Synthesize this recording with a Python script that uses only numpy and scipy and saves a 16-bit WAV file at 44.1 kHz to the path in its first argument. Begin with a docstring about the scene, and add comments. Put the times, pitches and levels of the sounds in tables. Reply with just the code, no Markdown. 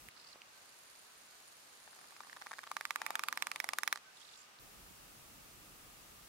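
"""A quiet pond, heard from a camera whose lens zooms out right beside its own microphones.
The zoom drive whirs; the barrel starts to stick and slip, ticking about 22 times a second until it stops.
Each slip is a scrape and a snap that ring the housing. Before and after, lens parts knock and the
focus drive chatters. A bird calls far off, over a faint hiss that thins while the lens works."""
import sys
import numpy as np
from scipy import signal
from scipy.fft import rfft, irfft
from scipy.io import wavfile
from scipy.ndimage import uniform_filter1d

SR = 44100
rng = np.random.default_rng(int(sys.argv[2]) if len(sys.argv) > 2 else 0)


def generate_wav(signal):
    """Clip the signal to [-1, 1] and save it as 16-bit WAV at the path in sys.argv[1]."""
    frames = np.transpose(np.atleast_2d(signal))
    scaled = np.clip(frames, -1, 1) * 32767
    pcm = np.round(scaled).astype(np.int16)
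    wavfile.write(sys.argv[1], SR, pcm)


N = 276948
TIME_S, HZ = np.arange(N) / SR, np.fft.rfftfreq(N, 1 / SR)
ZOOM_START_S, RUB_START_S, BIND_START_S, ZOOM_END_S = 0.41, 1.89, 2.94, 3.97
SPIN_UP_S, RUN_DOWN_S = 0.17, 0.012


def gain(db):
    """Decibels to amplitude."""
    return 10 ** (np.asarray(db) / 20)


def unit_rms(x):
    """Scale to rms 1."""
    return x / np.sqrt(np.mean(x ** 2) + 1e-30)


def unit_energy(x):
    """Scale each channel to energy 1."""
    return x / np.linalg.norm(x, axis=1, keepdims=True)


def curve(points, hz=HZ):
    """Interpolate on a log-frequency axis."""
    point_hz, value = np.transpose(points)
    return np.interp(np.log(hz + 1), np.log(point_hz + 1), value)


def pan(db):
    """Stereo gains of mean power 1; db is left minus right."""
    return unit_rms(gain([[db / 2], [-db / 2]]))


def add(mix, start_s, sound):
    """Mix in a stereo sound."""
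    part = mix[:, max(round(start_s * SR), 0):][:, :sound.shape[1]]
    part += sound[:, :part.shape[1]]


def envelope(start_s, end_s, attack_s, release_s):
    """Linear rise, hold, exponential decay after end_s."""
    rise = np.clip((TIME_S - start_s) / attack_s, 0, 1)
    return rise * np.exp(-np.clip((TIME_S - end_s) / release_s, 0, 50))


def wander(rate_hz):
    """Slow random drift, rms 1."""
    return unit_rms(irfft(rfft(rng.standard_normal(N)) * np.exp(-(HZ / rate_hz) ** 2), N))


def resonance(hz, centre_hz, width_hz):
    """Complex response of a damped mode, gain 1 at centre."""
    return 1j * hz * width_hz / (centre_hz ** 2 - hz ** 2 + 1j * hz * width_hz)


def bands(modes):
    """Stereo magnitude of steep-sided resonances."""
    return np.sqrt(sum(gain([[left_db], [right_db]]) ** 2 * abs(resonance(HZ, centre_hz, width_hz)) ** 4
                       for centre_hz, width_hz, left_db, right_db in modes))


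def noise(magnitude, grain_db=0, top_hz=15800):
    """Coloured stereo noise, rms 1, channels alike in the bass; grain_db adds grit."""
    # likeness of the two microphones: freq_hz, coherence
    likeness = [(25, 1), (60, 0.52), (130, 0.92), (290, 0.22), (640, 0.15), (1400, 0), (16000, 0)]
    coherence = curve(likeness)
    white = rng.standard_normal((2, N))
    grit = gain(grain_db * unit_rms(uniform_filter1d(rng.standard_normal(N), size=70)))
    left, independent = rfft(white * grit)
    right = coherence * left + np.sqrt(1 - coherence ** 2) * independent
    return unit_rms(irfft(np.array([left, right]) * magnitude * (HZ < top_hz), N))


def background(thin_start_s=0.095, thin_end_s=4.595, swell_db=1.0, hum_db=-71.5, hum_dip_db=-9):
    """Hiss and swelling outdoor rumble; bass and treble drop while the lens works."""
    # full hiss spectrum: freq_hz, level_db
    full_colour = [(18, -22), (30, -3), (75, -7.5), (230, -10), (492, -14.5), (830, -14), (1020, -14.5),
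                   (1230, -13.5), (1640, -16), (2420, -17), (2830, -17.5), (4190, -18.5), (7860, -19),
                   (15500, -21)]
    # thinned hiss spectrum: freq_hz, level_db
    thin_colour = [(12, -35), (20, -21.5), (478, -8), (834, -6), (1200, -4.5), (1920, -6.5), (2760, -8),
                   (4190, -10.5), (6190, -11.5), (6910, -14.5), (7520, -14.5), (12100, -20), (15500, -24.5)]
    # narrow bands ringing in the hiss: centre_hz, width_hz, left_db, right_db
    hum_modes = [(1218, 115, -12, 3), (2556, 110, -5.5, -5), (2773, 120, 0.5, -25)]
    full = gain(-57.5) * noise(gain(curve(full_colour)))
    rumble = irfft(rfft(full) / (1 + (HZ / 300) ** 4), N)
    full += (gain(swell_db * wander(7) - 1) - 1) * rumble
    thin = gain(-61) * noise(gain(curve(thin_colour)))
    zooming = envelope(ZOOM_START_S, ZOOM_END_S, SPIN_UP_S, RUN_DOWN_S)
    hum = gain(hum_db + hum_dip_db * zooming) * noise(bands(hum_modes))
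    crossfade = uniform_filter1d(((TIME_S > thin_start_s) & (TIME_S < thin_end_s)) * 1., size=300)
    return (1 - crossfade) * full + crossfade * thin + hum


def knocks(contact_s=0.0002, size=1024):
    """Lens parts meet their stops: a brief contact into a damped resonance."""
    # impacts: start_s, level_db, centre_hz, width_hz, pan_db
    impacts = [(.0868, -58, 1950, 850, -5), (.087, -64, 10500, 6000, -5), (.113, -69, 4100, 600, -2),
               (.166, -66.5, 4500, 1100, -6), (.171, -66, 1500, 500, -4), (.358, -62.5, 540, 900, -1),
               (.4184, -58, 2650, 800, 0), (.4187, -66, 4500, 1600, 0), (4.5885, -67, 4100, 1000, -1),
               (4.908, -64, 210, 150, 0)]
    out = np.zeros((2, N))
    t, hz = np.arange(size) / SR, np.fft.rfftfreq(size, 1 / SR)
    for start_s, level_db, centre_hz, width_hz, pan_db in impacts:
        contact = 0.67 * rng.standard_normal((2, size)) * np.exp(-t / contact_s) + (t == 0)
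        response = resonance(hz, centre_hz, width_hz) * resonance(hz, centre_hz, 2 * width_hz)
        knock = unit_rms(irfft(rfft(contact) * response))
        add(out, start_s, gain(level_db) * pan(pan_db) * knock)
    return out


def focus_drive(steps_per_s=66, step_s=0.003, width_hz=800, lead_s=0.081, release_s=0.038, size=2048):
    """Trains of short rasping steps over a rustle that swells just ahead of each run."""
    # drive runs: start_s, end_s, step_db, centre_hz, rustle_db
    runs = [(0.185, 0.337, -57.5, 4600, -66), (4.174, 4.356, -59, 3690, -62.5),
            (4.375, 4.43, -61, 7100, -63.5)]
    # rustle spectrum: freq_hz, level_db
    rustle_colour = [(1000, -14), (2800, -13), (3600, -7), (4800, 3), (6000, -4), (7200, -1.5),
                     (9700, -6.5), (12000, -15), (16000, -26)]
    swells = [gain(rustle_db) * envelope(start_s - lead_s, end_s, lead_s, release_s)
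              for start_s, end_s, _, _, rustle_db in runs]
    out = np.max(swells, axis=0) * noise(gain(curve(rustle_colour)), grain_db=3.5)
    t, hz = (np.arange(size) - size // 2) / SR, np.fft.rfftfreq(size, 1 / SR)
    window = np.exp(-(t / step_s) ** 2 / 2)
    for start_s, end_s, step_db, centre_hz, _ in runs:
        for at_s in np.arange(start_s, end_s, 1 / steps_per_s):
            jitter_s, scatter_db, detune_hz = rng.standard_normal(3) * (0.003, 2, 200)
            response = resonance(hz, centre_hz + detune_hz, width_hz) ** 2
            rasp = unit_rms(irfft(rfft(rng.standard_normal((2, size))) * response))
            add(out, at_s + jitter_s + t[0], gain(step_db + scatter_db) * rasp * window)
    return pan(-6) * out


def zoom_drive(level_db=-63.5):
    """Gear whir through the lens's resonances; the treble flutters."""
    # drive resonances: centre_hz, width_hz, left_db, right_db
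    drive_modes = [(1970, 1000, -18, -22), (4380, 1500, -18, 2), (6840, 1160, -1.5, 0),
                   (8570, 1240, -0.5, -5), (11460, 2000, -10, -7), (13100, 2100, -9, -8.5)]
    # fluttering high resonances: centre_hz, width_hz, left_db, right_db
    flutter_modes = [(9440, 320, -4, 8), (10020, 360, 6, 3)]
    flutter_db = 1.5 * wander(rate_hz=35) + 1.6 * wander(rate_hz=6) - 6
    flutter = gain(flutter_db) * noise(bands(flutter_modes), grain_db=5.5)
    whir = unit_rms(noise(bands(drive_modes), grain_db=4) + flutter)
    return gain(level_db) * envelope(ZOOM_START_S, ZOOM_END_S, SPIN_UP_S, RUN_DOWN_S) * whir


def bird(fall=0.0075, echo_t60_s=0.61):
    """Soft, slightly falling notes, smeared by echoes across the water."""
    # far calls: start_s, length_s, pitch_hz, level_db
    calls = [(.515, 0.068, 1554, -68), (.70, 0.076, 1530, -79), (.87, 0.073, 1535, -76),
             (1.05, 0.1, 1523, -76), (1.26, 0.11, 1500, -80), (4.045, 0.054, 1537, -65.5),
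             (4.33, 0.078, 1525, -77)]
    out = np.zeros((2, N))
    for start_s, length_s, pitch_hz, level_db in calls:
        glide_hz = pitch_hz * np.linspace(1 + fall, 1 - fall, int(length_s * SR))
        note = np.sin(2 * np.pi * np.cumsum(glide_hz) / SR) * signal.windows.tukey(len(glide_hz), 0.5)
        add(out, start_s, gain(level_db) * pan(-25) * unit_rms(note))
    echoes = rng.standard_normal((2, SR // 2)) * gain(-60 * TIME_S[:SR // 2] / echo_t60_s)
    echoes /= np.linalg.norm(echoes[0])
    return out + gain(-4.5) * signal.oaconvolve(out, echoes, axes=1)[:, :N]


def slip(level_db, treble_db, centre_hz, size=1024):
    """The barrel creeps, catches, snaps free. Light slips are dull scrapes, hard ones crisp snaps."""
    light_to_hard_db = (-41.5, -29.5)
    creep_s = np.interp(level_db, light_to_hard_db, (0.0009, 0.0005))
    scrape_gain = np.interp(level_db, light_to_hard_db, (1.58, 0.5))
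    top_hz = np.interp(level_db, light_to_hard_db, (6600, 17100))
    settle_s, crossover_hz = 0.00065, 3200
    t, hz = (np.arange(size) - size // 2) / SR, np.fft.rfftfreq(size, 1 / SR)
    grit = rng.standard_normal((2, size)) + 0.84 * rng.standard_normal(size)
    scrape = rfft(unit_energy(grit * np.exp(np.where(t < 0, t / creep_s, -t / settle_s))))
    # sawtooth snap, weaker on the left; its lag there depends on where the barrel lets go
    left_lag_s = 52e-6 + 45e-6 * rng.standard_normal()
    delay_s = size / 2 / SR + np.array([[left_lag_s], [0]])
    snap = 1j * np.exp(-2j * np.pi * hz * delay_s) * np.array([[0.62], [1]])
    catch_lead_s = rng.uniform(0.000505, 0.000932)
    catch = 0.26 * snap * np.exp(2j * np.pi * hz * catch_lead_s)
    # slip spectrum: freq_hz, level_db
    colour = [(60, -46), (200, -25.5), (400, -18.5), (600, -10), (900, 2.5), (1200, 5), (1900, 3.5),
              (2800, -5), (3800, -3.5), (4700, -7.5), (5300, -3.5), (6500, -7.5), (11000, -9.5),
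              (16000, -12.5)]
    spectrum = (snap + catch + scrape_gain * scrape) * gain(curve(colour, hz))
    # softer contact tilts the body low, harder contact high
    tilt = (np.clip(hz, 700, 3000) / 1400) ** (5.4 * np.log(centre_hz / 1450))
    highpass = 1 / (1 + (crossover_hz / (hz + 1)) ** 8)
    body = unit_energy(irfft(spectrum * (1 - highpass) * tilt))
    treble = unit_energy(irfft(spectrum * highpass / np.hypot(1, (hz / top_hz) ** 2)))
    return gain(level_db + 21.5) * (body + gain(treble_db) * treble)


def barrel_slips(creak_count=9, stutter_start_s=2.35, stutter_end_s=2.69, brighten_db_per_s=4.5):
    """Stick-slip: faint creaks grow into clear ticks that brighten as the barrel travels."""
    # clear slips: time_s, level_db, centre_hz, pan_db
    ticks = [(1.8775, -53, 1210, 3), (1.991, -54, 1180, 4), (2.2061, -46.5, 1380, 1),
             (2.2357, -52.5, 1330, -2), (2.2712, -53, 1200, -6), (2.2978, -49.5, 1680, -6),
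             (2.3304, -46, 1410, -2), (2.37, -46.5, 1410, -2), (2.4222, -44, 1350, -3),
             (2.4689, -43, 1270, -4), (2.517, -42, 1300, 0), (2.5375, -43.5, 1520, 2),
             (2.5909, -42, 1350, -3), (2.639, -45, 1420, -6), (2.674, -47, 1410, -1),
             (2.716, -35.5, 1290, 1), (2.768, -32, 1390, -6.5), (2.8108, -36.5, 1280, -5),
             (2.8535, -32.5, 1630, -6), (2.9079, -31, 1700, -7), (2.9597, -30.5, 1480, -7.5),
             (3.018, -35, 1480, 2), (3.065, -32, 1490, -7), (3.1062, -34.5, 1172, -1),
             (3.1554, -29, 1500, -6), (3.1946, -33, 1380, -4.5), (3.2373, -31.5, 1500, -6),
             (3.286, -30, 1580, -7.5), (3.3274, -32.5, 1420, -6), (3.3749, -33.5, 1640, -5),
             (3.424, -29, 1890, -6.5), (3.4704, -34, 1470, -4), (3.5163, -34.5, 1420, -6),
             (3.5606, -37.5, 1850, 1), (3.6021, -31, 1720, -9.5), (3.6435, -35, 1400, -3.5),
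             (3.6901, -32, 1700, -9), (3.735, -34, 1650, 1.5), (3.7865, -30.5, 1460, 0),
             (3.8341, -31.5, 1600, -9), (3.8774, -29, 1580, -8.5), (3.9275, -28, 1590, -0.5),
             (3.9592, -41, 1350, -7), (3.9753, -48, 1640, -5)]
    creaks = np.linspace((1.93, -57.5, 1270, 0), (2.25, -53, 1270, 0), creak_count)  # same columns
    creaks += rng.standard_normal((creak_count, 4)) * (0.008, 2, 0, 4)
    # stutter: a smaller slip just ahead of the main one
    leads_s = 0.006 * rng.uniform(0.75, 1.25, len(ticks))
    stutters = [(time_s - lead_s, level_db - 3.5, centre_hz, pan_db)
                for (time_s, level_db, centre_hz, pan_db), lead_s in zip(ticks, leads_s)
                if stutter_start_s < time_s < stutter_end_s]
    out = np.zeros((2, N))
    for time_s, level_db, centre_hz, pan_db in [*creaks, *ticks, *stutters]:
        treble_db = -12.5 + brighten_db_per_s * (time_s - RUB_START_S)
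        tick = pan(pan_db) * slip(level_db, treble_db, centre_hz)
        add(out, time_s - tick.shape[1] / 2 / SR, tick)
    return out


def housing(slips, rattle_t60_s=0.023, size=4096):
    """Slips plus the ring and faint diffuse rattle they excite in the case."""
    # housing modes: freq_hz, level_db, t60_s
    modes = [(817, -32.5, 0.033), (1200, -30.5, 0.063), (1390, -28, 0.0097), (1640, -54, 0.011),
             (1990, -32, 0.058), (2420, -21, 0.013), (3775, -57, 0.0092), (4700, -35, 0.013),
             (5600, -30, 0.0088), (6700, -58, .014)]
    t = np.arange(size) / SR
    ring = sum(gain(db - 60 * t / t60_s) * np.sin(2 * np.pi * hz * t) for hz, db, t60_s in modes)
    rattle = unit_energy(rng.standard_normal((2, size)) * gain(-60 * t / rattle_t60_s))
    response = gain(-19.5) * ring + gain(-9.5) * rattle
    return slips + signal.oaconvolve(slips, response, axes=1)[:, :N]


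def barrel_friction(grip_s=0.055, ease_db_per_s=5, catches_per_s=70, whine_hz=4990):
    """The barrel rubs lightly, binds with a groan, then eases; the drive whines meanwhile."""
    # rub spectrum: freq_hz, level_db
    rub_colour = [(60, -34.5), (230, -6), (350, -8), (500, -6.5), (850, -2), (1200, -1.5), (2000, -13.5),
                  (3200, -11), (8000, -31), (16000, -30)]
    # groan resonances: centre_hz, width_hz, left_db, right_db
    groan_modes = [(870, 92, -8, -5), (1350, 94, -11, -23), (2350, 380, -20, -13)]
    rubbing = envelope(RUB_START_S, ZOOM_END_S, grip_s, RUN_DOWN_S)
    bound = envelope(BIND_START_S, ZOOM_END_S, grip_s, RUN_DOWN_S)
    groaning = envelope(BIND_START_S, BIND_START_S + 0.22, grip_s, release_s=0.13)
    whine = gain(-75) * rubbing * pan(-14) * noise(abs(resonance(HZ, whine_hz, width_hz=170)) ** 2)
    colour = gain(curve(rub_colour))
    # tiny catches of the sliding surfaces crackle over the smooth rub
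    catches = (rng.random(N) < catches_per_s / SR) * rng.uniform(-1.64, 1, (2, N))
    rub = noise(colour) + gain(-9) * unit_rms(irfft(rfft(catches) * colour, N))
    bound_db = -59 - ease_db_per_s * (TIME_S - BIND_START_S)
    friction = np.maximum(gain(-70) * rubbing, gain(bound_db) * bound)
    groan = gain(-58.5) * groaning * noise(bands(groan_modes))
    return whine + friction * pan(-2.5) * rub + groan


def scene():
    """The pond far off, the lens close by."""
    pond = background() + bird()
    return pond + zoom_drive() + barrel_friction() + knocks() + housing(barrel_slips()) + focus_drive()


def record(dry):
    """Low-pass at 16.5 kHz."""
    lowpass = signal.firwin(511, 16500, window=("kaiser", 9), fs=SR)
    return signal.oaconvolve(dry, lowpass[None], "same")


dry = scene()
out = record(dry)
generate_wav(out)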